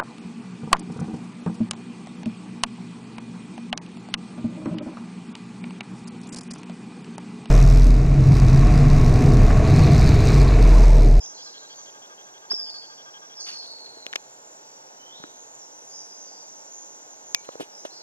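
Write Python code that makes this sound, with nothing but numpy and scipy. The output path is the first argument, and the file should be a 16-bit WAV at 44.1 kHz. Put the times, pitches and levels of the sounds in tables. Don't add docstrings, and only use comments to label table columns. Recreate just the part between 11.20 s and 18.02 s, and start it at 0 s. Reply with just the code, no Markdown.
import sys
import numpy as np
from scipy import signal
from scipy.fft import rfft, irfft
from scipy.io import wavfile
from scipy.ndimage import uniform_filter1d

SR = 44100
rng = np.random.default_rng(int(sys.argv[2]) if len(sys.argv) > 2 else 0)


def output_pcm(signal):
    pcm = np.clip(np.atleast_2d(signal).T, -1, 1) * 32767
    wavfile.write(sys.argv[1], SR, np.round(pcm).astype(np.int16))


N = 300762
TIME = np.arange(N) / SR
FREQ = np.maximum(np.arange(N // 2 + 1) * SR / N, 1)


def undb(db):
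    return 10 ** (np.asarray(db) / 20)


def unit(x):
    return x / np.sqrt(np.mean(x ** 2))


def noise():
    return rng.standard_normal(N)


def walk(rate):
    hold = int(SR / rate)
    steps = np.repeat(rng.standard_normal(N // hold + 1), hold)
    return unit(uniform_filter1d(steps, hold)[:N])


def curves(table):
    time_s, *columns = np.transpose(table)
    return [np.interp(TIME, time_s, column) for column in columns]


def colour(x, points):
    hz, db = np.transpose(points)
    gain = undb(np.interp(np.log(FREQ), np.log(hz), db))
    return irfft(rfft(x) * gain, N)


def soften(x, hz):
    return signal.lfilter([1], [1, -np.exp(-2 * np.pi * hz / SR)], x)


def resonate(x, hz, width, order=3):
    response = 1 / (1 + 1j * (FREQ ** 2 - hz ** 2) / (FREQ * width * 2)) ** order
    return unit(irfft(rfft(x) * response, N))


def ring(hz, t60):
    t = TIME[:SR // 5]
    return np.sin(2 * np.pi * hz * t) * np.exp(-np.log(1000) * t / t60)


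def add(track, s, x):
    i = max(int(s * SR), 0)
    track[i:i + len(x)] += x[:max(N - i, 0)]


def pan(db):
    return undb(np.array([[1], [-1]]) * db / 2)


def ports(x, scattered=0, share=0):
    share = np.clip(share, 0, 1)
    shifted = irfft(1j * rfft(x), N)
    side = np.sqrt(1 - share) * shifted + np.sqrt(share) * scattered
    return np.array([x + side, x - side])


# pitch_hz, relative_level_db (per Hz)
FOREST = [(30, 4.5), (80, -12), (130, -9), (190, -7.5), (300, -3), (550, 0), (900, -2), (1180, -13),
          (1500, -12.5), (2200, -19.5), (3300, -20), (4800, -16.5), (7000, -33), (7900, -28.5),
          (11500, -29), (15000, -34.5)]
# pitch_hz, width_hz, level_db
DRONES = [(129, 12, -70), (864, 69, -65)]
RUSH_DB = -54.5


def rush():
    def wash():
        broad = unit(colour(noise(), FOREST)) * undb(RUSH_DB + .5 * walk(1.63))
        bands = sum(undb(db) * resonate(noise(), hz, width) for hz, width, db in DRONES)
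        return broad + bands
    return ports(wash(), wash(), share=0.51)


def tymbals(groups, count=2):
    out = 0
    for hz, width, db, rate in groups:
        clicks = np.zeros(N)
        for _ in range(count):
            own_rate = rate * (1 + .01 * rng.standard_normal() + .025 * walk(120))
            phase = np.cumsum(own_rate) / SR + rng.random()
            clicks += np.diff(np.floor(phase), prepend=0) * (1 + .5 * noise())
        level_db = db + 1.35 * walk(22) + walk(1.72)
        out = out + resonate(clicks, hz, width, order=5) * undb(level_db)
    return unit(out)


# pitch_hz, width_hz, relative_level_db, click_rate (per s)
LOW_INSECTS = [(5695, 224, -1, 400), (5560, 1250, -8.5, 230)]
MIDDLE_INSECTS = [(6150, 340, 4, 330), (6000, 1100, -9.5, 260)]
HIGH_INSECTS = [(7026, 480, 11.7, 360), (7320, 180, 5.5, 380)]
THIN_INSECTS = [(8080, 260, 0, 100)]
# time_s, low_db, middle_db, high_db
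CHORUS = [(0, -59, -60, -59.5), (.55, -61, -57.5, -60.5), (1.1, -65, -61, -64.5), (1.5, -68, -63, -65.5),
          (1.75, -58.5, -60.5, -64.5), (2.2, -59, -64.5, -67.5), (2.85, -66.5, -61.5, -64.5),
          (3.12, -68, -63, -59), (3.4, -60.5, -61.5, -61.5), (3.8, -59.5, -61.5, -63),
          (4.27, -71, -62, -58.5), (4.6, -63, -60.5, -60), (4.9, -57, -58, -62.5), (5.35, -59.5, -59, -61),
          (6.0, -64.5, -58, -61.5), (6.45, -63, -62.5, -63), (6.82, -60, -62, -62)]
THIN_JOINS_S, THIN_DB = 3.9, -78


def insects():
    choruses = (LOW_INSECTS, MIDDLE_INSECTS, HIGH_INSECTS)
    drone = sum(undb(db) * tymbals(groups) for db, groups in zip(curves(CHORUS), choruses))
    joining = np.clip(10 * (TIME - THIN_JOINS_S), 0, 1)
    drone = drone + undb(THIN_DB) * joining * tymbals(THIN_INSECTS)
    return ports(drone, np.roll(drone, SR // 5), share=0.27)


def buzz(hz, width):
    return np.sqrt(2) * np.sin(2 * np.pi * np.cumsum(hz + width * walk(300)) / SR)


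# pitch_hz, width_hz, even_step_level_db, odd_step_level_db
MOTOR = [(1203, 18, -73.5, -64.5), (1590, 15.2, -67.5, -63.5), (3005, 70, -70, -86), (3200, 16, -62, -70.5),
         (3410, 81, -65.5, -69.5)]
# pitch_hz, even_step_peak_db, odd_step_peak_db, t60_s
MOTOR_STOP = [(3650, -42, -55, 0.0083)]
# time_s, buzz_gain_db, tick_gain_db
MOTOR_EFFORT = [(0, -3, -1), (.5, 0, -3), (1.0, -1, -8), (1.5, 0, 1), (1.7, 0, -17), (2.15, 0.5, -4),
                (2.45, -2, 0)]
MOTOR_START_S, MOTOR_STEP_S, MOTOR_ON_S = .018, .08, .043
WHIRR_HZ, WHIRR_WIDTH_HZ, WHIRR_DB = 2440, 1200, -71


def lens_motor(count=31):
    step, within = np.divmod(TIME - MOTOR_START_S, MOTOR_STEP_S)
    is_on = (within < MOTOR_ON_S) & (step >= 0) & (step < count)
    running = uniform_filter1d(1. * is_on, size=260)
    buzz_db, tick_db = curves(MOTOR_EFFORT)
    tones = 0
    for hz, width, even_db, odd_db in MOTOR:
        level_db = np.where(step % 2, odd_db, even_db) + walk(18)
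        tones = tones + undb(level_db) * buzz(hz, width)
    tones = tones * undb(buzz_db + 1.6 * walk(5.83))
    whirr = undb(WHIRR_DB) * resonate(noise(), WHIRR_HZ, WHIRR_WIDTH_HZ)
    ticks = np.zeros(N)
    for hz, even_db, odd_db, t60 in MOTOR_STOP:
        for k in range(count):
            db = (odd_db if k % 2 else even_db) + 2 * rng.standard_normal()
            add(ticks, MOTOR_START_S + k * MOTOR_STEP_S + MOTOR_ON_S, undb(db) * ring(hz, t60))
    return ports(running * (tones + whirr) + undb(tick_db) * ticks)


# pitch_hz, relative_level_db, t60_s
SHELL = [(650, -17, 0.0061), (1900, -27, 0.012), (2476, 2, 0.07), (3000, 13, 0.019), (3650, 21.5, 0.01),
         (5300, 21.5, 0.008), (5970, 24, 0.008), (6530, 23.5, 0.0079), (9200, 15, 0.0066)]
CRACK_DB, CRACK_CYCLES = 2, 7.6


def click(bright_hz):
    shell = soften(sum(undb(db) * ring(hz, t60) for hz, db, t60 in SHELL), bright_hz)
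    crack = soften(np.diff(ring(bright_hz, CRACK_CYCLES / bright_hz), prepend=0), bright_hz)
    y = shell / np.abs(shell).max() + undb(CRACK_DB) * crack / np.abs(crack).max()
    y = soften(y, 3.0 * bright_hz)
    return y / np.abs(y).max()


# start_s, peak_db, brightness_hz, left_minus_right_db
CLICKS = [(1.318, -30.5, 1460, 4), (2.586, -39, 3850, 1), (2.668, -37, 3940, 1), (2.866, -19, 2880, 2),
          (2.9294, -23, 2900, 2), (2.9351, -24, 1760, 6), (2.9378, -34, 1895, 2), (2.9575, -17, 5460, -6),
          (2.9584, -16.5, 2280, 3), (2.9607, -15.5, 2900, 6), (4.039, -32, 1360, 3),
          (6.1471, -3, 5350, -1.5), (6.1482, -14, 2350, 5), (6.2904, -32.5, 1010, 1)]
# pitch_hz, peak_db, t60_s
PING = [(2300, -43, .2)]
# start_s, peak_db, pitch_hz, left_minus_right_db
BUMPS = [(1.317, -26, 745, -5), (1.318, -29.5, 1020, 0), (1.3323, -30, 410, -2), (2.771, -37, 434, 3),
         (2.866, -33, 600, 0), (2.958, -28.5, 614, 6), (3.999, -40, 167, 2), (4.0395, -32, 308, -6),
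         (6.2894, -26, 530, -5), (6.355, -28.5, 500, 3), (6.3987, -25, 447, 6), (6.4052, -23, 320, 2),
         (6.4075, -24.5, 674, -6), (6.413, -28.5, 473, 0), (6.426, -34, 378, 0), (6.6516, -25.5, 576, -10),
         (6.6548, -29, 590, -4)]
BUMP_CYCLES = 8.6
# start_s, length_s, level_db (at its strongest), brightness_hz, left_minus_right_db
RUBS = [(2.259, 0.099, -47.5, 1953, 2), (6.244, 0.022, -54.5, 6000, 2), (6.316, 0.035, -57.5, 5000, 3),
        (6.399, 0.045, -44, 6000, 0), (6.648, 0.025, -46, 4000, 1)]
# pitch_hz, relative_level_db (per Hz)
RUB_COLOUR = [(200, -16), (900, -12), (2100, -9), (2850, 0), (4500, -7), (7000, -9), (8000, -10.5),
              (10000, -10), (15000, -23)]
# pitch_hz, side_gain_db
HAND_SIDE = [(200, 12), (700, 3), (1300, -3), (2700, -3.5), (6000, -4), (12000, -1)]
SHELL_SCATTER_S, SHELL_SCATTER_DB = .002, -11.5


def handling():
    out = np.zeros((2, N))
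    hardest_s = max(CLICKS, key=lambda row: row[1])[0]
    touches = [(s, db, click(hz), pan_db) for s, db, hz, pan_db in CLICKS]
    touches += [(hardest_s, db, ring(hz, t60), 0) for hz, db, t60 in PING]
    touches += [(s, db, ring(hz, BUMP_CYCLES / hz), pan_db) for s, db, hz, pan_db in BUMPS]
    for s, db, sound, pan_db in touches:
        for track, gain in zip(out, pan(pan_db)):
            add(track, s, gain * undb(db) * sound)
    grains = colour(noise() * np.exp(0.39 * noise()), RUB_COLOUR)
    for s, length, db, bright_hz, pan_db in RUBS:
        u = np.maximum(TIME - s, 0) / (length / 4)
        grip = u * np.exp(1 - u)
        out += pan(pan_db) * undb(db) * grip * unit(soften(grains, bright_hz))
    mid = out.mean(axis=0)
    smear = noise() * np.exp(-TIME / SHELL_SCATTER_S)
    scatter = undb(SHELL_SCATTER_DB) * rfft(smear) / np.linalg.norm(smear)
    side = irfft(rfft(mid) * (1j + scatter), N)
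    return out + np.array([[1], [-1]]) * colour(side, HAND_SIDE)


def whistle(length, start_hz, middle_hz, end_hz, overtone_db=-26, waver=0.011):
    u = np.linspace(0, 1, int(length * SR))
    hz = np.polyval(np.polyfit([0, .5, 1], [start_hz, middle_hz, end_hz], 2), u)
    hz = hz * (1 + waver * np.interp(u, np.linspace(0, 1, 20), rng.standard_normal(20)))
    phase = 2 * np.pi * np.cumsum(hz) / SR
    swell = np.sqrt(2 * np.abs(np.sin(np.pi * u)))
    return swell * (np.sin(phase) + undb(overtone_db) * np.sin(2 * phase))


CHIP_S, CHIP_BEND = 0.051, .4
CHIP_FADE_DB = 6.5


def chip(start_hz, end_hz):
    middle_hz = start_hz + CHIP_BEND * (end_hz - start_hz)
    note = whistle(CHIP_S, start_hz, middle_hz, end_hz, waver=0.0196)
    return note * undb(np.linspace(0, -CHIP_FADE_DB, len(note)))


# start_s, slur_length_s, start_hz, level_db
TWEETS = [(0, 0.024, 4880, -46), (0.165, 0.036, 4440, -52.5), (2.165, 0.033, 4920, -47),
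          (4.723, 0.038, 4970, -50.5), (6.517, .058, 4990, -53.5), (6.701, 0.024, 4040, -53)]
TWEET_RISE, TWEET_LEAP, TWEET_END = 1.16, 1.36, 1.06
TWEET_CHIP_DB = 2.5
# start_s, start_hz, end_hz, level_db
CHIPS = [(0.13, 4480, 3800, -53.5), (.165, 6900, 5930, -58), (.235, 5400, 4670, -53.5),
         (.245, 4360, 3750, -52.5), (.35, 4390, 3610, -53.5), (.552, 6790, 5620, -49.5),
         (2.245, 6540, 5400, -57), (2.3, 5780, 4860, -50.5), (2.36, 5380, 4500, -51.5),
         (2.4, 4180, 3700, -54), (3.925, 5720, 5050, -60), (4.177, 7180, 6100, -55),
         (4.355, 7030, 5900, -54), (4.385, 5910, 5130, -52.5), (4.51, 6400, 5630, -54),
         (4.665, 7080, 5900, -49.5), (5.505, 6910, 6040, -46), (5.659, 6920, 5700, -53),
         (5.872, 7010, 6000, -51.5), (6.775, 4660, 3670, -55)]
# start_s, length_s, pitch_hz, level_db
CLEAR_WHISTLES = [(4.695, 0.04, 4880, -58), (4.76, .06, 5060, -59), (4.86, .1, 5020, -59),
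                  (5.04, 0.15, 4800, -61.5)]
# start_s, length_s, start_hz, level_db
SAGGING_WHISTLES = [(3.412, 0.14, 4900, -69.5), (4.114, 0.094, 6670, -58), (4.939, 0.07, 6600, -55.5),
                    (5.236, 0.097, 6760, -57.5), (5.516, 0.0586, 6740, -54.5), (6.033, 0.098, 6740, -52.5),
                    (6.19, 0.085, 4320, -64)]
CLEAR_SAG, WAVERING_SAG = .02, 0.0499
# start_s, length_s, start_hz, middle_hz, end_hz, level_db (at the end)
RISING_WHISTLES = [(0.487, 0.026, 4120, 4490, 4830, -48), (1.299, 0.028, 4350, 5100, 5320, -28.5),
                   (2.196, 0.034, 5500, 6370, 7070, -51), (3.775, 0.11, 3000, 3062, 3230, -56),
                   (3.88, .1, 3150, 3530, 4250, -51.5), (4.276, 0.065, 6420, 6800, 7300, -54)]
SWELL_DB = 13


def calls():
    notes = [(s, db, chip(start_hz, end_hz)) for s, start_hz, end_hz, db in CHIPS]
    for s, length, hz, db in TWEETS:
        notes.append((s, db, whistle(length, hz, hz * np.sqrt(TWEET_RISE), hz * TWEET_RISE)))
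        notes.append((s + length, db + TWEET_CHIP_DB, chip(hz * TWEET_LEAP, hz * TWEET_END)))
    for s, length, hz, db in CLEAR_WHISTLES:
        notes.append((s, db, whistle(length, hz, hz, hz * (1 - CLEAR_SAG), waver=0.0097)))
    for s, length, hz, db in SAGGING_WHISTLES:
        note = whistle(length, hz, hz * (1 - WAVERING_SAG / 2), hz * (1 - WAVERING_SAG), waver=0.0188)
        notes.append((s, db, note))
    for s, length, *contour, db in RISING_WHISTLES:
        note = whistle(length, *contour)
        notes.append((s, db, note * undb(np.linspace(-SWELL_DB, 0, len(note)))))
    return notes


# start_s, length_s, first_pitch_hz, first_level_db, note_rate (per s), sag (Hz per s), fade (dB per s),
# slur (share of the pitch), octave_db
TRILLS = [(1.388, .17, 4950, -40.5, 20, 2900, 30, .05, -24),
          (2.196, .62, 4520, -42, 22.6, 600, 20, .04, -19), (4.57, .3, 9600, -66, 22, -2000, 0, -.035, -60)]
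TRILL_NOTE_S = .021


def trills(uneven_db=1.0):
    notes = []
    for s, length, first_hz, first_db, rate, sag, fade, slur, overtone_db in TRILLS:
        for age in np.arange(0, length, 1 / rate):
            hz = (first_hz - sag * age) * (1 + 0.011 * rng.standard_normal())
            note = whistle(TRILL_NOTE_S, hz * (1 + slur), hz, hz * (1 - 1.7 * slur), overtone_db, waver=0.021)
            note = note * np.hanning(len(note)) ** 0.17
            db = first_db - fade * age + uneven_db * rng.standard_normal()
            notes.append((s + age, db, note))
    return notes


LEAF_SMEAR_S, LEAF_SHARE = .005, .22


def leaves(x):
    smear = noise()[:SR // 10] * np.exp(-TIME[:SR // 10] / LEAF_SMEAR_S)
    blurred = signal.fftconvolve(x, smear / np.linalg.norm(smear))[:N]
    return np.sqrt(1 - LEAF_SHARE) * x + np.sqrt(LEAF_SHARE) * blurred


FOREST_T60_S = 0.74


def trunks(x, leaves_hz=9000):
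    uneven = noise() * np.exp(0.47 * noise())
    decay = np.exp(-np.log(1000) * TIME / FOREST_T60_S)
    echoes = uneven * decay * (1 - np.exp(-TIME / 0.00091))
    dull = signal.sosfilt(signal.butter(4, leaves_hz, fs=SR, output="sos"), x)
    return signal.fftconvolve(dull, echoes[:SR] / np.linalg.norm(echoes))[:N]


DIRECT_DB, ECHO_DB = 3, 2.5
HIDDEN, NEAR_BIRD_DB = .42, -30
TRILL_CLEAR_DB = 3


def birds():
    song, direct = np.zeros(N), np.zeros(N)
    for notes, clear_db in ((calls(), 0), (trills(), TRILL_CLEAR_DB)):
        for s, db, note in notes:
            add(song, s, undb(db) * note)
            hidden_db = HIDDEN * min(db - NEAR_BIRD_DB, 0)
            add(direct, s, undb(db + clear_db + hidden_db) * note)
    straight = undb(DIRECT_DB) * ports(leaves(direct))
    echo = undb(ECHO_DB) * ports(trunks(song), trunks(song), share=0.16)
    return straight + echo


FOREST_RIGHT_DB = 2


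def scene():
    forest = rush() + insects() + birds()
    return pan(-FOREST_RIGHT_DB) * forest + lens_motor() + handling()


# pitch_hz, side_gain_db
WIDTH = [(60, 0), (120, -14), (220, -14), (400, -8), (700, 1), (1300, 10.5), (2400, 9), (4500, 7),
         (8000, 5.5), (14000, -1)]
LOW_CUT_HZ, TOP_HZ = 200, 15700


def record(dry):
    left, right = signal.sosfilt(signal.butter(2, LOW_CUT_HZ, "high", fs=SR, output="sos"), dry)
    mid = (left + right) / 2
    side = colour((left - right) / 2, WIDTH)
    wide = np.clip([mid + side, mid - side], -1, 1)
    return signal.sosfilt(signal.ellip(8, .2, 70, TOP_HZ, fs=SR, output="sos"), wide)


dry = scene()
out = record(dry)
output_pcm(out)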